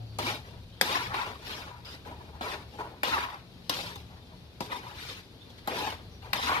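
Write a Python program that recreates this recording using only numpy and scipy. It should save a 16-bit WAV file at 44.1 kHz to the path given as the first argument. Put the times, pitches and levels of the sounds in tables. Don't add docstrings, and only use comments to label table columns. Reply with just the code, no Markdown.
import sys
import numpy as np
from scipy import signal
from scipy.fft import rfft, irfft, next_fast_len
from scipy.io import wavfile

SR = 44100
rng = np.random.default_rng(int(sys.argv[2]) if len(sys.argv) > 2 else 0)


def generate_wav(sig):
    pcm = np.round(np.clip(np.atleast_2d(sig).T, -1, 1) * 32767).astype(np.int16)
    wavfile.write(sys.argv[1], SR, pcm)


def volts_from_db(level):
    exponent = np.asarray(level, float) / 20
    return 10 ** exponent


N = 291060

# pitch_hz, left_minus_right_db
LEAN = [(60, 1.5), (200, 3.5), (400, 2), (800, 1.5), (1500, 6), (3000, 3.5), (5000, 2.5), (9000, 4),
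        (15000, 6)]
HISS_DB, HISS_PER_RING, HISS_PER_THUD = -12.5, -0.28, 0.26


def rms_one(x):
    return x / np.sqrt(np.mean(x ** 2) + 1e-20)


def at_hz(points, hz):
    table_hz, values = np.array(points)[:, 0], np.array(points)[:, 1]
    return np.interp(np.log(hz + 1), np.log(table_hz), values)


def in_time(rows):
    s, *columns = np.transpose(rows)
    return np.array([np.interp(np.arange(N) / SR, s, column) for column in columns])


def drift(rate_hz):
    r = np.exp(-80 * np.pi * rate_hz / SR)
    draws = rng.standard_normal(N // 40 + 2002)
    slow = signal.lfilter([1], [1, -2 * r, r * r], draws)[2000:]
    return np.interp(np.arange(N) / 40, np.arange(len(slow)), rms_one(slow))


def stereo_noise(spectrum, likeness, size):
    hz = np.fft.rfftfreq(size, 1 / SR)
    mid, side = rfft(rng.standard_normal((2, size)))
    alike = np.clip(at_hz(likeness, hz), -1, 1)
    pair = np.sqrt(1 + alike) * mid + np.sqrt(1 - alike) * side * [[1], [-1]]
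    level_db = at_hz(spectrum, hz) + at_hz(LEAN, hz) / 2 * [[1], [-1]]
    return irfft(pair * volts_from_db(level_db), size)


def whistle(hz, width_hz):
    r = np.exp(-np.pi * width_hz / SR)
    draws = rng.standard_normal((2, len(hz) + 4000))
    wander = signal.lfilter([1], [1, -2 * r, r * r], draws)[:, 4000:]
    turn = 2 * np.pi * np.cumsum(hz) / SR
    return rms_one(wander[0] * np.sin(turn) + wander[1] * np.cos(turn))


def kitchen():
    # pitch_hz, level_db per Hz
    air = [(15, -61), (25, -2), (56, 0), (102, 5), (180, -5.5), (223, -5), (326, -11), (384, -9),
           (1370, -22), (2050, -24.5), (4370, -19.5), (7510, -46.5), (11000, -36.5), (14000, -39.5),
           (16000, -63.5)]
    # pitch_hz, left-right likeness (-1 to 1)
    air_likeness = [(60, 1), (130, 0.93), (290, 0.77), (640, 0.59), (1410, 0.22), (3100, -0.66), (6820, 1),
                    (15000, -0.55)]
    # time_s, level_db
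    swell = [(0.0, -57), (0.05, -49.5), (0.42, -50.5), (0.62, -47), (0.77, -53), (0.99, -52), (1.08, -43),
             (1.17, -49.5), (1.54, -52), (2.41, -48.5), (2.68, -52.5), (3.66, -52.5), (3.84, -49.5),
             (4.7, -53.5), (4.94, -50.5), (5.35, -55.5), (5.68, -50.5), (6.6, -48.5)]
    # pitch_hz, width_hz, level_db against the rumble
    resonances = [(43.9, 28, -11), (75.2, 7.4, -5.5), (118.5, 33, -6.5), (177.7, 4.8, -10.5)]
    # time_s, pitch_hz, level_db
    fading_hum = [
        (0, 107.4, -38),
        (.2, 107.6, -40.5),
        (.33, 113.5, -43.5),
        (.42, 117, -69),
    ]
    noise = stereo_noise(air, air_likeness, N)
    high = rms_one(signal.sosfilt(signal.butter(3, 200, "high", fs=SR, output="sos"), noise))
    low = rms_one(signal.sosfilt(signal.butter(3, 200, "low", fs=SR, output="sos"), noise))
    drone = sum(volts_from_db(level_db) * whistle(np.full(N, hz), width) for hz, width, level_db in resonances)
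    lean = volts_from_db([[1.3], [-1.3]])
    rumble = volts_from_db(in_time(swell)) * (volts_from_db(-1.0) * low + drone * lean)
    hum_hz, hum_db = in_time(fading_hum + [(3.3, 38, -120)])
    hum_turn = 2 * np.pi * np.cumsum(hum_hz + 4.5 * drift(4.2)) / SR
    hum = volts_from_db(hum_db + 0.87 * drift(25)) * np.sin(hum_turn)
    air_db = -61 + 5.0 + drift(3.2)
    return volts_from_db(air_db) * high + rumble + hum * lean


def birds():
    # start_s, length_s, pitch_hz, width_hz, level_db
    calls = [(0, 0.078, 725, 40, -54), (0.051, 0.24, 4530, 120, -63), (.62, .04, 4200, 150, -72),
             (0.718, 0.12, 3170, 400, -60), (.72, .04, 3850, 200, -60), (1.847, .1, 4930, 300, -49.5),
             (1.858, .09, 2930, 600, -53), (1.868, 0.076, 1450, 400, -54), (5.406, 0.049, 3550, 280, -54),
             (5.447, 0.12, 4130, 120, -68), (6.113, 0.07, 5750, 130, -62)]
    out, t = np.zeros((2, N)), np.arange(SR // 4) / SR
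    for s, length, hz, width, level_db in calls:
        shape = np.interp(t, [0, .008, length, length + .02], [0, 1, .4, 0])
        pitch, at = np.full(len(t), hz), int(s * SR)
        pair = np.array([whistle(pitch, width), whistle(pitch, width)])
        out[:, at:at + len(t)] += volts_from_db(level_db) * shape * pair
    return out


def landings(blow_db=2.0, skid_s=0.0013):
    # start_s, rasp_peak_db, then thud_db, bowl_ring_db and hiss_db against the rasp
    touches = [(0.1862, -29, 7, 6, -3), (0.8114, -14.5, -2.5, -48, -4), (1.118, -45.5, 2.5, 19, -16),
               (1.1423, -33, -3, 0, -15), (2.049, -54, 4, 16, -10.5), (2.409, -41, 20.5, 19, -14),
               (2.785, -54, -6, 13, -25.5), (3.0318, -23.5, 5, 6, -10), (3.2862, -48.5, -10, 18, -28),
               (3.695, -23.5, 3, 0, -3.5), (3.9569, -45, 3, 8.5, 3), (4.605, -29.5, 8.5, 4.5, -10.5),
               (5.5782, -65, -10.5, -10, 2), (5.674, -31, 0, -4, -1.5), (5.9024, -31, -7, -5, -13),
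               (6.3314, -22, -4.5, 0.5, -6.5)]
    out, t = np.zeros((4, N + 2000)), np.arange(2000) / SR
    for s, peak_db, thud, ring, hiss in touches:
        skid = rng.standard_normal(2000) * np.exp(-t / skid_s)
        colour_db = np.array([[thud], [ring], [0], [hiss]])
        at = int(s * SR)
        out[:, at:at + 2000] += volts_from_db(peak_db + blow_db + colour_db) * skid
    return out[:, :N]


def grit(per_s=12000, spread_db=2):
    sizes = volts_from_db(spread_db * np.minimum(rng.exponential(1, N), 5)) * rng.choice([-1, 1], N)
    clicks = sizes * (rng.random(N) < per_s / SR)
    return rms_one(clicks * volts_from_db(drift(60) + .4 * drift(15)))


def drag():
    # start_s, fade_s, rasp_db, then thud_db and bowl_ring_db against the rasp
    slides = [(.1863, 0.19, -41, 1.5, -3.5), (.8118, 0.31, -36, -2.5, -6), (1.1429, 0.14, -43, -1.5, 6),
              (1.845, 0.18, -52, -3, -2), (2.048, 0.2, -56.5, 13.5, 6), (2.408, 0.15, -43, 6, 5),
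              (2.784, 0.18, -54.5, 14.5, 9), (3.0323, 0.26, -35, -5, -2), (3.2866, 0.13, -51, -6, 7.5),
              (3.695, 0.28, -40.5, -3.5, -4.5), (3.9578, 0.075, -61.5, 7, -1),
              (4.6063, .12, -47, 4.5, -4.5), (5.674, 0.19, -45, 5.5, 1), (6.218, .3, -57, 4.5, 2),
              (6.3301, 0.13, -37, -5, -2.5)]
    # crest_s, fade_s,
    # rasp_db, then thud_db and bowl_ring_db against the rasp
    pushes = [(.278, 0.11, -36.5, -1.5, -1.5), (.945, 0.18, -36, -9.5, 2), (1.185, 0.16, -41.5, -6.5, 5.5),
              (1.28, 0.12, -52, 6, 3), (1.51, 0.2, -44, -1, -1.5), (1.69, 0.19, -57.5, 6, 7.5),
              (1.92, 0.074, -50.5, -6, -10), (2.51, 0.12, -44.5, 3.5, 5.5), (2.75, .1, -58, 6.5, -2),
              (3.135, 0.067, -37.5, -21, 7), (3.195, .07, -40.5, -6, 7.5), (3.235, 0.043, -39.5, -6.5, 8.5),
              (3.325, 0.03, -50, 2, 9), (3.8, 0.22, -48.5, -3.5, -18), (3.89, 0.087, -53.5, -9, 2),
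              (4.725, 0.065, -43.5, 2, 5), (4.765, 0.05, -47.5, 0, -9), (4.88, 0.24, -54, 4.5, 4),
              (5.02, 0.16, -45.5, -9, -6), (5.1, 0.11, -46, -9, -7), (5.79, 0.18, -39.5, 3, 0.5),
              (5.87, 0.097, -42, -6, 1), (6.445, 0.13, -36.5, -5.5, -2.5), (6.535, 0.11, -36, -7, 5),
              (0.468, 0.1, -58.5, 4, -3), (.52, 0.15, -66, 9.5, 2), (2.337, 0.16, -66, 13.5, 8.5),
               (4.13, 0.093, -65.5, 3, 7), (4.23, 0.018, -73, -8, -15), (2.22, .15, -64.5, 7.5, 2),
               (4.32, 0.044, -74, 16.5, 13), (4.885, 0.027, -56, -3, -15), (4.5, 0.038, -82, 8, -2),
               (5.19, 0.085, -57, -9, -9), (5.47, 0.22, -68, -12, -10), (5.502, 0.021, -59, -7, -17),
               (5.583, 0.03, -55, -19, -8)]
    # level_db of thud, ring, rasp, hiss
    resting_db = [-65.5, -81, -67, -77.5]
    bite_s, rise_share, roundness = 0.0035, 0.66, 1.494
    t = np.arange(0, N + 40, 40) / SR
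    power = volts_from_db(resting_db)[:, None] ** 2
    for rows, sudden in ((slides, True), (pushes, False)):
        for s, fade, rasp_db, thud, ring in rows:
            rise = bite_s if sudden else rise_share * fade
            crest = s + sudden * bite_s
            away = np.abs(t - crest) / np.where(t < crest, rise, fade)
            shape_db = -20 * away ** roundness
            hiss = HISS_DB + HISS_PER_RING * ring + HISS_PER_THUD * thud
            colour_db = np.array([[thud], [ring], [0], [hiss]])
            power = power + volts_from_db(np.maximum(rasp_db + colour_db + shape_db, -200)) ** 2
    return in_time(np.vstack([t, np.sqrt(power)]).T)


def bite(levels):
    # tilt_db, slope in dB per dB
    tilts = [
        (7.5, .9),
        (11, -0.07),
        (-2, 0.65),
    ]
    # time_s, tilt_db
    up_the_wall = [(0, -15), (.3, 4), (.85, -9), (1.2, -1), (1.6, 26), (2.1, -2), (2.48, 30), (2.81, 8),
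                   (3.1, -8), (3.3, -2), (3.8, 15), (4.6, -2), (4.79, -1), (5.0, 21), (5.7, -5), (6.25, -9),
                   (6.44, -3), (6.6, -1)]
    wall_shares = [0.13, 0.7, 0.1]
    thud, ring, rasp, hiss = 20 * np.log10(levels)
    steps = [ring - rasp, rasp - thud, hiss - HISS_DB - ring]
    (wall,) = in_time(up_the_wall)
    return [tilt + slope * step + share * wall
            for (tilt, slope), step, share in zip(tilts, steps, wall_shares)]


def wok_ring(thicket_t60=.035, room_db=-22, room_t60=.35):
    # pitch_hz, width_hz, level_db
    wok_modes = [(255.8, 5.4, -16.5), (300, 92, 1.5), (410, 34, -1.5), (419, 85, 8), (500, 52, 0),
                 (718, 53, -3), (773, 200, -17), (930, 190, 5.5), (909.6, 69, -28), (970, 34, -4),
                 (1020.5, 6.9, -3.5), (1056, 27, 12.5), (970, 25, 23), (1180, 148, 1.5), (1282, 37, -3.5),
                 (1340, 88, -11), (1440, 200, -2), (1630, 57, 2.5), (1870, 12.5, -10), (2008, 26, -2.5),
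                 (2370, 290, -21), (2274, 140, -1), (3030, 74, -9.5), (2800, 10, -27), (3047, 19, -6.5),
                 (3430, 120, -25), (4130, 140, -46), (4990, 24, 0)]
    # pitch_hz, level_db per Hz
    thicket = [(88, -43), (150, 16.5), (201, -20), (259, 7.5), (368, -4), (422, -2), (662, -0.5),
               (871, 15.5), (1020, 6.5), (1420, -13), (3770, -2.5), (7770, -18), (11300, -14.5),
               (14800, -16), (16000, -60)]
    # pitch_hz, left-right likeness (0 to 1)
    wok_likeness = [(60, .995), (300, .99), (700, .95), (1000, .75), (1400, .08), (2500, .04), (15000, .01)]
    right_lag = 9
    t = np.arange(SR // 5) / SR
    hz, width, level_db = np.array(wok_modes).T[:, :, None]
    strength = volts_from_db(level_db + 3 * rng.standard_normal(hz.shape)) * rng.choice([-1, 1], hz.shape)
    turn = np.sqrt(-2 * np.log(at_hz(wok_likeness, hz))) * rng.standard_normal(hz.shape)
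    lean = volts_from_db(at_hz(LEAN, hz) / 2)
    fading = strength * np.exp(-np.pi * width * t)
    left = np.sum(fading * lean * np.sin(2 * np.pi * hz * t), axis=0)
    right = np.sum(fading / lean * np.sin(2 * np.pi * hz * t + turn), axis=0)
    tail = volts_from_db(-60 * t / thicket_t60) + volts_from_db(room_db - 60 * t / room_t60)
    dense = rms_one(stereo_noise(thicket, wok_likeness, len(t)) * tail)
    left, right = rms_one(np.array([left, right])) + volts_from_db(4) * dense
    return np.array([np.pad(left, (0, right_lag)), np.pad(right, (right_lag, 0))])


def spoon(count=12):
    region_edges = [190, 350, 680, 1080, 1500, 2700, 6200, 15600]
    levels = drag()
    thud, ring, rasp, hiss = levels * grit() + landings()
    drives = []
    for part, tilt in zip([thud, ring, rasp], bite(levels)):
        both_halves = np.hypot(volts_from_db(tilt / 2), volts_from_db(-tilt / 2))
        for side in (-1, 1):
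            drives.append(part * volts_from_db(side * tilt / 2) / both_halves)
    drives.append(hiss)

    rings, force = np.array([wok_ring() for spot in range(count)]), 0
    for drive, low, high in zip(drives, region_edges, region_edges[1:]):
        region = signal.butter(2, [low, high], "band", fs=SR, output="sos")
        answer = np.sqrt(np.sum(signal.sosfilt(region, rings.mean(axis=1)) ** 2) / count)
        force = signal.sosfilt(region, drive) / answer - force

    share = np.array([drift(15) for spot in range(count)])
    share = share / np.sqrt(np.sum(share ** 2, axis=0))
    size = next_fast_len(N + SR // 2)
    touched = rfft(rings, size) * rfft(force * share, size)[:, None]
    return irfft(np.sum(touched, axis=0), size)[:, :N]


def scene():
    return spoon() + kitchen() + birds()


def top_cut(x):
    return signal.sosfilt(signal.butter(12, 16620, fs=SR, output="sos"), x)


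def record(dry):
    wet = signal.sosfilt(signal.butter(3, [42, 15500], "band", fs=SR, output="sos"), dry)
    return top_cut(wet)


dry = scene()
out = record(dry)
generate_wav(out)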